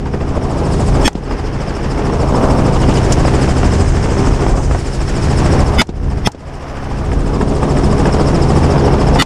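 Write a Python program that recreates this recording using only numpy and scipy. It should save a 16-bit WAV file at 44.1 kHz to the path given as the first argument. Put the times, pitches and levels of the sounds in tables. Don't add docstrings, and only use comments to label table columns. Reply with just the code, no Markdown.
import sys
import numpy as np
from scipy import signal
from scipy.fft import rfft, irfft
from scipy.io import wavfile
from scipy.ndimage import uniform_filter1d, minimum_filter1d

SR = 44100
rng = np.random.default_rng(int(sys.argv[2]) if len(sys.argv) > 2 else 0)


def dump(signal):
    limited = np.clip(np.atleast_2d(signal).T, -1, 1)
    pcm = np.round(limited * 32767).astype(np.int16)
    wavfile.write(sys.argv[1], SR, pcm)


N = 407925
T = np.arange(N) / SR


def undb(db):
    return 10 ** (np.asarray(db) / 20)


def unit(x):
    return x / np.sqrt(np.mean(x ** 2))


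def curves(table):
    s, *columns = np.transpose(table)
    return [np.interp(T, s, column) for column in columns]


def noise(points, size=N):
    hz, db = np.transpose(points)
    octave = np.log2(np.fft.rfftfreq(size, 1 / SR) + 1)
    colour = undb(np.interp(octave, np.log2(hz), db))
    return unit(irfft(rfft(rng.standard_normal(size)) * colour, size))


def walk(rate):
    k = max(int(SR / rate), 2)
    steps = np.repeat(rng.standard_normal(N // k + 1), k)
    return unit(uniform_filter1d(steps, k)[:N])


def fade(t, t60):
    return np.exp(-np.log(1000) * t / t60)


def onset(t, rise_s):
    return 1 - np.exp(-t / rise_s)


def swells(table):
    return sum(height * np.exp(-((T - s) / length) ** 2) for s, length, height in table)


def add(out, s, x):
    i = min(int(s * SR), N)
    out[i:i + len(x)] += x[:N - i]


def split_off(x, order, hz, kind):
    return signal.sosfiltfilt(signal.butter(order, hz, kind, fs=SR, output="sos"), x)


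def passing(blade, lead, depth_db, uneven_db):
    angle = np.pi * (blade + lead)
    return depth_db * (np.cos(2 * angle) + 0.18 * np.cos(4 * angle)) + uneven_db * np.cos(angle)


# (time [s], blade passes [Hz])
ROTOR_SPEED = [(0.0, 13.52), (1, 13.633), (2.0, 13.383), (3.0, 13.145), (3.6, 12.995), (4.5, 13.253),
               (5.5, 13.753), (6.5, 13.743), (7.7, 13.904), (9.25, 13.688)]


def rotor_phase():
    return np.cumsum(curves(ROTOR_SPEED)[0]) / SR


def drone(turns, orders, waver_db):
    out = np.zeros(N)
    for k, db in orders:
        level = undb(db + waver_db * walk(7))
        phase = 2 * np.pi * (k * turns + rng.random()) + 0.17 * walk(9)
        out += level * np.sqrt(2) * np.sin(phase)
    return out


# (multiple of the cycle of three cylinders, relative level [dB])
EXHAUST_ORDERS = [(1, -2), (2, -0.5), (3, -7), (4, -7.5), (5, -9.5), (6, -8.5), (7, -14), (11, -18.5)]
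# (multiple of that rotor's blade rate, relative level [dB])
MAIN_ROTOR_ORDERS = [(1, -4.5), (2, -5), (3, -1.5), (4, -5.5), (8, -4.5)]
TAIL_ROTOR_ORDERS = [(1, 0), (2, -5.5), (3, -13.5), (4, -17.5), (5, -27), (6, -22)]
# (time [s], level [dB])
DRONE_LEVEL = [(0, -14), (.35, -14), (.8, -15.5), (1.4, -16), (1.75, -19), (2.35, -18), (2.9, -19),
               (3.6, -18.5), (4.4, -19), (4.87, -27), (5.5, -18.5), (6.1, -15), (6.5, -24), (7.2, -18),
               (8, -20), (9.15, -17)]
EXHAUST_RATIO, TAIL_RATIO = 5, 5.93


def machine(blade):
    lines = undb(0.5) * drone(EXHAUST_RATIO * blade, EXHAUST_ORDERS, waver_db=1.5)
    lines += undb(-2.5) * drone(blade, MAIN_ROTOR_ORDERS, waver_db=3.5)
    lines += undb(-1.5) * drone(TAIL_RATIO * blade, TAIL_ROTOR_ORDERS, waver_db=2.5)
    return lines * undb(curves(DRONE_LEVEL)[0])


# (time [s], half length [s], level change [dB])
GUST_SWELLS = [(0.997, 0.15, 7.5), (4.554, 0.29, 8.5), (6.042, 0.3, 14.5), (6.62, 0.44, -9),
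               (7.155, .15, 9), (0.05, .2, 3), (1.194, 0.14, 5), (4.735, 0.036, 5), (4.84, .05, -9)]


def gusts():
    return swells(GUST_SWELLS)


# (time [s], strength [dB], brightness [dB])
SLIPSTREAM = [(0, -2.5, 2.5), (.35, 5, 1), (.8, 2, 0), (1.3, 2, 4.5), (1.75, 0.5, 4.5), (2.35, 2, -2),
              (2.9, -1, 0.5), (3.6, -2.5, 4), (4.5, 0, 2), (4.66, -6, 0), (4.87, -12, 1), (5.5, -1.5, 3),
              (6.15, -1.5, 2), (6.5, -7, 4), (6.8, -8, 6), (7.4, -0.5, -4), (8, -0.5, -1.5), (9.15, 3, 1)]
# (frequency [Hz], relative density [dB])
BUFFET_COLOUR = [(8, -20), (18, -20), (35, 10), (65, 3), (110, -3), (170, -16.5), (300, -22.5), (700, -63)]
ROAR_COLOUR = [(60, -28), (130, 2.5), (230, -0.5), (400, -2), (560, -5.5), (820, -7.5), (1200, -14),
               (1800, -30.5), (3500, -34.5), (8000, -80)]
RUSH_COLOUR = [(400, -46), (1000, 3.5), (1600, 6), (2300, 0.5), (3000, -2.5), (4000, -12.5), (5300, -4.5),
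               (6300, -13), (8500, -30), (10500, -22), (11800, -31), (15000, -31)]
BUFFET_DB, ROAR_DB, RUSH_DB = -17.5, -14.5, -30
BUFFET_FOLLOWS, RUSH_FOLLOWS = 0.24, 0.49
ROAR_THINS, ROAR_BODY_HZ = 0.3, 426


def slipstream(blade):
    wind_db, bright_db = curves(SLIPSTREAM)
    downwash = passing(blade, lead=0.0058, depth_db=1.4, uneven_db=-0.16)
    eddies = walk(130)

    buffet_db = BUFFET_DB + BUFFET_FOLLOWS * wind_db + gusts() + 0.97 * walk(7.3)
    buffet = noise(BUFFET_COLOUR) * undb(buffet_db)

    roar_db = ROAR_DB + wind_db + downwash + 1.8 * eddies + 0.28 * walk(18)
    roar = noise(ROAR_COLOUR) * undb(roar_db)
    body = split_off(roar, 2, ROAR_BODY_HZ, "low")
    roar = roar - body + body * undb(-ROAR_THINS * bright_db)

    rush_db = RUSH_DB + RUSH_FOLLOWS * wind_db + bright_db
    rush_db += 0.64 * downwash + 0.92 * eddies + 0.5 * walk(6.9)
    rush = noise(RUSH_COLOUR) * undb(rush_db)
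    treble = split_off(rush, 2, 3600, "high")
    rush = rush - treble + treble * undb(passing(blade, lead=0.081, depth_db=2.0, uneven_db=0.8))
    exhaust = np.cos(2 * np.pi * EXHAUST_RATIO * blade)
    return buffet + roar + rush * undb(2.04 * exhaust)


def whistle(hz, width_hz):
    angle = 2 * np.pi * np.cumsum(hz + 110 * walk(1100) + 90 * walk(16)) / SR
    return unit(walk(width_hz) * np.sin(angle) + walk(width_hz) * np.cos(angle))


# (time [s], swish [dB], chirp [dB])
BLADE_LEVELS = [(0, -45.5, -41), (.8, -35, -42), (1.4, -42.5, -38), (2.1, -42, -41), (3.4, -39, -41.5),
                (4.2, -42, -41.5), (4.7, -43.5, -45), (5.5, -38, -40.5), (6.2, -45, -43), (6.8, -47, -52),
                (7.5, -41.5, -46), (8.2, -41.5, -39.5)]
# (frequency [Hz], relative density [dB])
SWISH_COLOUR = [(2000, -11), (4000, 1.5), (5500, 1), (7000, 0.5), (8500, 0.5), (10200, -3.5), (11600, -23),
                (14000, -15), (16000, -28)]
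CHIRP_HZ, CHIRP_SWING, CHIRP_FALL = 4910, 0.093, 0.17


def blades(blade):
    swish_db, chirp_db = curves(BLADE_LEVELS)
    hiss = noise(SWISH_COLOUR)
    bright = split_off(hiss, 3, 7700, "high")
    swish = bright * undb(passing(blade, lead=0.077, depth_db=3.5, uneven_db=1.3))
    swish += (hiss - bright) * undb(passing(blade, lead=-0.11, depth_db=2.5, uneven_db=0.5))
    past = (blade + 0.72) % 1 - 0.7
    fall = np.tanh(past / CHIRP_FALL)
    swish += undb(2) * whistle(7600 - 1300 * fall, width_hz=1400) * np.exp(-(past / 0.18) ** 2)
    chirp = whistle(CHIRP_HZ * (1 - CHIRP_SWING * fall), width_hz=700)
    pulse_db = passing(blade, lead=0.15, depth_db=7.5, uneven_db=0.9)
    chirp *= undb(chirp_db + pulse_db + 1.0 * walk(10))
    return swish * undb(swish_db + 3.5 + 0.6 * walk(11)) + chirp


# (time [s], hoot pitch before wobble [Hz], hoot [dB], hiss before pulsing [dB])
DOOR_FRAME = [(2.8, 77.8, -39, -47), (3.2, 75.9, -28, -48), (3.9, 83.9, -14.5, -35.5),
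              (4.3, 91.9, -20, -37.5), (4.6, 95.7, -40, -35.5), (4.76, 103, -14, -38),
              (4.86, 97.26, -58, -82)]
# (frequency [Hz], relative density [dB])
EDGE_COLOUR = [(3500, -29), (5200, -4), (6000, 6.5), (7500, 3.5), (8700, 1), (9500, -12), (12000, -35)]


def sideslip(blade):
    hz, hoot_db, hiss_db = curves(DOOR_FRAME)
    ragged = 1 + 0.32 * walk(16)
    hoot = unit(ragged * np.sin(2 * np.pi * np.cumsum(hz + 6 * walk(25)) / SR))
    chop_db = passing(blade, lead=-0.06, depth_db=2.0, uneven_db=-0.5)
    hiss = noise(EDGE_COLOUR) * undb(hiss_db + chop_db + 1.5 * walk(22.58))
    return hoot * undb(hoot_db) + hiss


# (time [s], level before the fade [dB], decay by 60 dB [s])
SLAP_HITS = [(.058, -6, .11), (.136, -5, .1), (.209, -5, .055), (1.31, -3, .07), (2.762, -12, .07),
             (2.835, -12, .06), (3.25, -7, .035), (3.279, -5, .04), (3.631, -6, .04), (4.464, -8, .04),
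             (4.71, -9, .035), (4.747, -9, .06), (7.117, -8, .045), (7.411, -6, .05), (7.63, -7, .04),
             (7.769, -9, .035), (8.055, -7, .035), (9.157, -4, .04)]
# (frequency [Hz], relative density [dB])
SLAP_COLOUR = [(120, 0), (350, 18), (800, 14), (1400, 6), (2800, -5), (5000, -22), (10000, -38)]


def slaps(size=4096):
    out, t = np.zeros(N), np.arange(size) / SR
    for s, db, t60 in SLAP_HITS:
        add(out, s, undb(db) * noise(SLAP_COLOUR, size=size) * fade(t, t60) * onset(t, 0.0005))
    return out


# (time [s], half length [s], level [dB])
MIDRANGE_SWELLS = [(.55, .15, -22), (1.023, 0.036, -16.5), (2.454, 0.26, -19.5), (4.56, 0.054, -23),
                   (5.66, 0.17, -22), (6.76, 0.5, -22)]
# (frequency [Hz], relative density [dB])
MIDRANGE_COLOUR = [(250, -23), (550, 4.5), (820, 1.5), (1250, -3), (1700, -18.5), (3000, -40)]


def midrange_swells():
    swell = swells([(s, length, undb(db)) for s, length, db in MIDRANGE_SWELLS])
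    return noise(MIDRANGE_COLOUR) * swell * undb(2.2 * walk(110))


def rasp(modes, length, flutter_s=0.011, swell_s=0.0035, size=4096):
    before = np.arange(size)[::-1] / SR
    flutter = 2 * np.pi * before / flutter_s
    phases = 2 * np.pi * rng.random((len(modes), 3))
    ring = np.zeros(size)
    for (hz, db), (a, b, c) in zip(modes, phases):
        level = undb(db) * (1 + 0.5 * np.cos(flutter + a / 2))
        ring += level * np.sin(2 * np.pi * hz * before + b + np.sin(flutter + c))
    grit = noise([(800, -6), (2000, 0), (5000, -3), (8000, -9), (11000, -5), (15000, -11)], size=size)
    growl = noise([(40, -30), (130, 6), (260, 5), (500, -21), (1200, -34)], size=size)
    swell = 1 / (1 + np.exp((before - length) / swell_s))
    swell += undb(-17) * np.exp(-(before / (length + 0.012)) ** 4)
    return (unit(ring) + undb(-15) * grit + undb(-2) * growl) * swell


# (frequency [Hz], relative density [dB])
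BOOM_COLOUR = [(60, 0), (140, 16), (250, 9), (400, -6), (560, -8), (830, 11), (1150, -4), (3000, -32)]


def cabin_boom(t60=0.07, size=16384):
    t = np.arange(size) / SR
    return noise(BOOM_COLOUR, size=size) * fade(t, t60) * onset(t, 0.0009)


def tick(t60, size=2048):
    t = np.arange(size) / SR
    colour = [(800, -25), (1800, -7), (2800, -10), (4500, -4.5),
              (6000, 3.0), (8000, -3.0), (11000, -14), (15000, -28)]
    return noise(colour, size=size) * fade(t, t60) * onset(t, 0.001)


# (frequency [Hz], relative density [dB])
ECHO_COLOUR = [(100, 7), (500, 2), (1200, -19), (2500, -20), (5000, -24), (8000, -30), (12000, -70)]


def ground_echo(drop_hz=1200, end_hz=140, drop_s=0.0016, t60=0.036, crack_db=-13, size=4096):
    t = np.arange(size) / SR
    hz = end_hz + drop_hz * np.exp(-t / drop_s)
    thump = np.sin(2 * np.pi * np.cumsum(hz) / SR) * onset(t, 0.004) * fade(t, t60)
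    crack = noise(ECHO_COLOUR, size=size) * onset(t, 0.001) * fade(t, 0.06)
    return thump + undb(crack_db) * crack


# (time [s], blast [dB], blast decay by 60 dB [s], cabin boom [dB],
# rasp [dB], rasp length [s], tick delay [s], tick [dB], ground echo [dB])
RIFLE_SHOTS = [(1.0776, 17, .028, 9, -9, .025, .0515, -10, 19),
               (5.8156, 19, .034, 9, -7.5, .027, .054, -12, 19),
               (6.2722, 7, .045, 14, -4.5, .011, .0455, -5, 9),
               (9.2215, 15, .034, 8, -6, .025, .046, -11, 12)]
# (frequency [Hz], relative level [dB])
RASP_MODES = [
    [(1800, 2), (2250, -4), (2500, 0), (3030, -5), (3310, 5), (4500, -6), (5400, 3), (6080, -11),
     (6420, -3), (7500, -4), (8500, -5), (9130, -8)],
    [(1420, 4), (2030, 4), (2230, 4), (2560, -4), (2970, 2), (3540, 4), (4870, 0), (5070, -2), (6470, -11),
     (7080, -13), (8600, -14)],
    [(1990, 2), (2470, 0), (2760, -3), (3260, 4), (3560, 1), (4720, -5), (5370, 5), (6150, -2), (8800, -10),
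     (10170, -6)],
    [(1340, 4), (1650, -7), (1980, 5), (2500, -6), (2960, 2), (3550, 3), (3890, -9), (4420, -3), (4740, -8),
     (5580, -11), (6930, -7), (8350, -11)],
]
# (frequency [Hz], relative density [dB])
BLAST_COLOUR = [(30, -12), (150, 9), (500, 7), (900, 9), (1500, 3), (3000, -2), (6000, -4), (8000, -7),
                (9500, -13), (12000, -22), (16000, -25)]
ECHO_AFTER_S, TICK_T60_S = 0.074, 0.022


def rifles(size=16384):
    out, t = np.zeros(N), np.arange(size) / SR
    for shot, modes in zip(RIFLE_SHOTS, RASP_MODES):
        s, blast_db, t60, boom_db, rasp_db, length, tick_after, tick_db, echo_db = shot
        ring = rasp(modes, length)
        add(out, s - len(ring) / SR, undb(rasp_db) * ring)
        blast = noise(BLAST_COLOUR, size=size) * (fade(t, t60) + undb(-23) * fade(t, 0.094))
        add(out, s, undb(blast_db) * blast + undb(boom_db) * cabin_boom())
        add(out, s + tick_after, undb(tick_db) * tick(t60=TICK_T60_S))
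        add(out, s + ECHO_AFTER_S, undb(echo_db) * ground_echo())
    return out


# (time [s], half length [s], level [dB])
RATTLE_BURSTS = [(2.768, .01, -26), (2.835, .014, -25), (2.92, .015, -29), (2.978, .01, -25)]
# (frequency [Hz], relative density [dB])
RATTLE_COLOUR = [(1300, -8), (2300, -4), (2950, 12), (3400, 2), (4200, -6), (7000, -6), (11000, -22)]


def rattle(uneven_db=4.0):
    bursts = swells([(s, length, undb(db)) for s, length, db in RATTLE_BURSTS])
    return unit(noise(RATTLE_COLOUR) * undb(uneven_db * walk(300))) * bursts


# (time [s], level before the fade [dB])
CLICK_HITS = [(2.938, -24), (3.122, -11.5), (9.151, -30)]


def cabin_clicks():
    out = np.zeros(N)
    for s, db in CLICK_HITS:
        add(out, s, undb(db) * tick(t60=0.058))
    return out


def scene():
    blade = rotor_phase()
    helicopter = machine(blade) + blades(blade)
    wind = slipstream(blade) + sideslip(blade) + slaps() + midrange_swells()
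    cabin = rattle() + cabin_clicks()
    return (helicopter + wind + rifles() + cabin)[None]


def hold(over_db, release_db_per_s):
    ramp = release_db_per_s * T
    return np.maximum.accumulate(over_db + ramp) - ramp


def limit(x, ceiling=1.25, size=48):
    gain = ceiling / np.maximum(np.abs(x), ceiling)
    return x * uniform_filter1d(minimum_filter1d(gain, size), size)


MAX_DIP_DB, DIP_RELEASE_DB_PER_S = 27, 63
MAX_DUCK_DB, DUCK_RELEASE_DB_PER_S = 13, 9
ATTACK_S, TOP_HZ = 0.0028, 15400


def record(dry, threshold_db=-3.5, quick_share=1.35, slow_share=0.9, top_rolloff_hz=10500):
    x = dry[0]
    power = np.abs(uniform_filter1d(x ** 2, size=128, origin=63)) + 1e-12
    over_db = np.maximum(10 * np.log10(power) - threshold_db, 0)
    quick_db = np.minimum(quick_share * over_db, MAX_DIP_DB)
    lasting_db = np.minimum(slow_share * over_db, MAX_DUCK_DB)
    lasting_db[0] = MAX_DUCK_DB
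    duck_db = np.maximum(hold(quick_db, DIP_RELEASE_DB_PER_S), hold(lasting_db, DUCK_RELEASE_DB_PER_S))
    pole = np.exp(-1 / (ATTACK_S * SR))
    smooth_db = signal.lfilter([1 - pole], [1, -pole], duck_db, zi=[pole * duck_db[0]])[0]
    limited = limit(x * undb(-smooth_db))
    clipped = limited / (1 + (limited / 0.95) ** 6) ** (1 / 6)
    softened = signal.sosfilt(signal.butter(2, top_rolloff_hz, fs=SR, output="sos"), clipped)
    return signal.sosfilt(signal.ellip(8, 0.2, 80, TOP_HZ, fs=SR, output="sos"), softened)[None]


dry = scene()
out = record(dry)
dump(out)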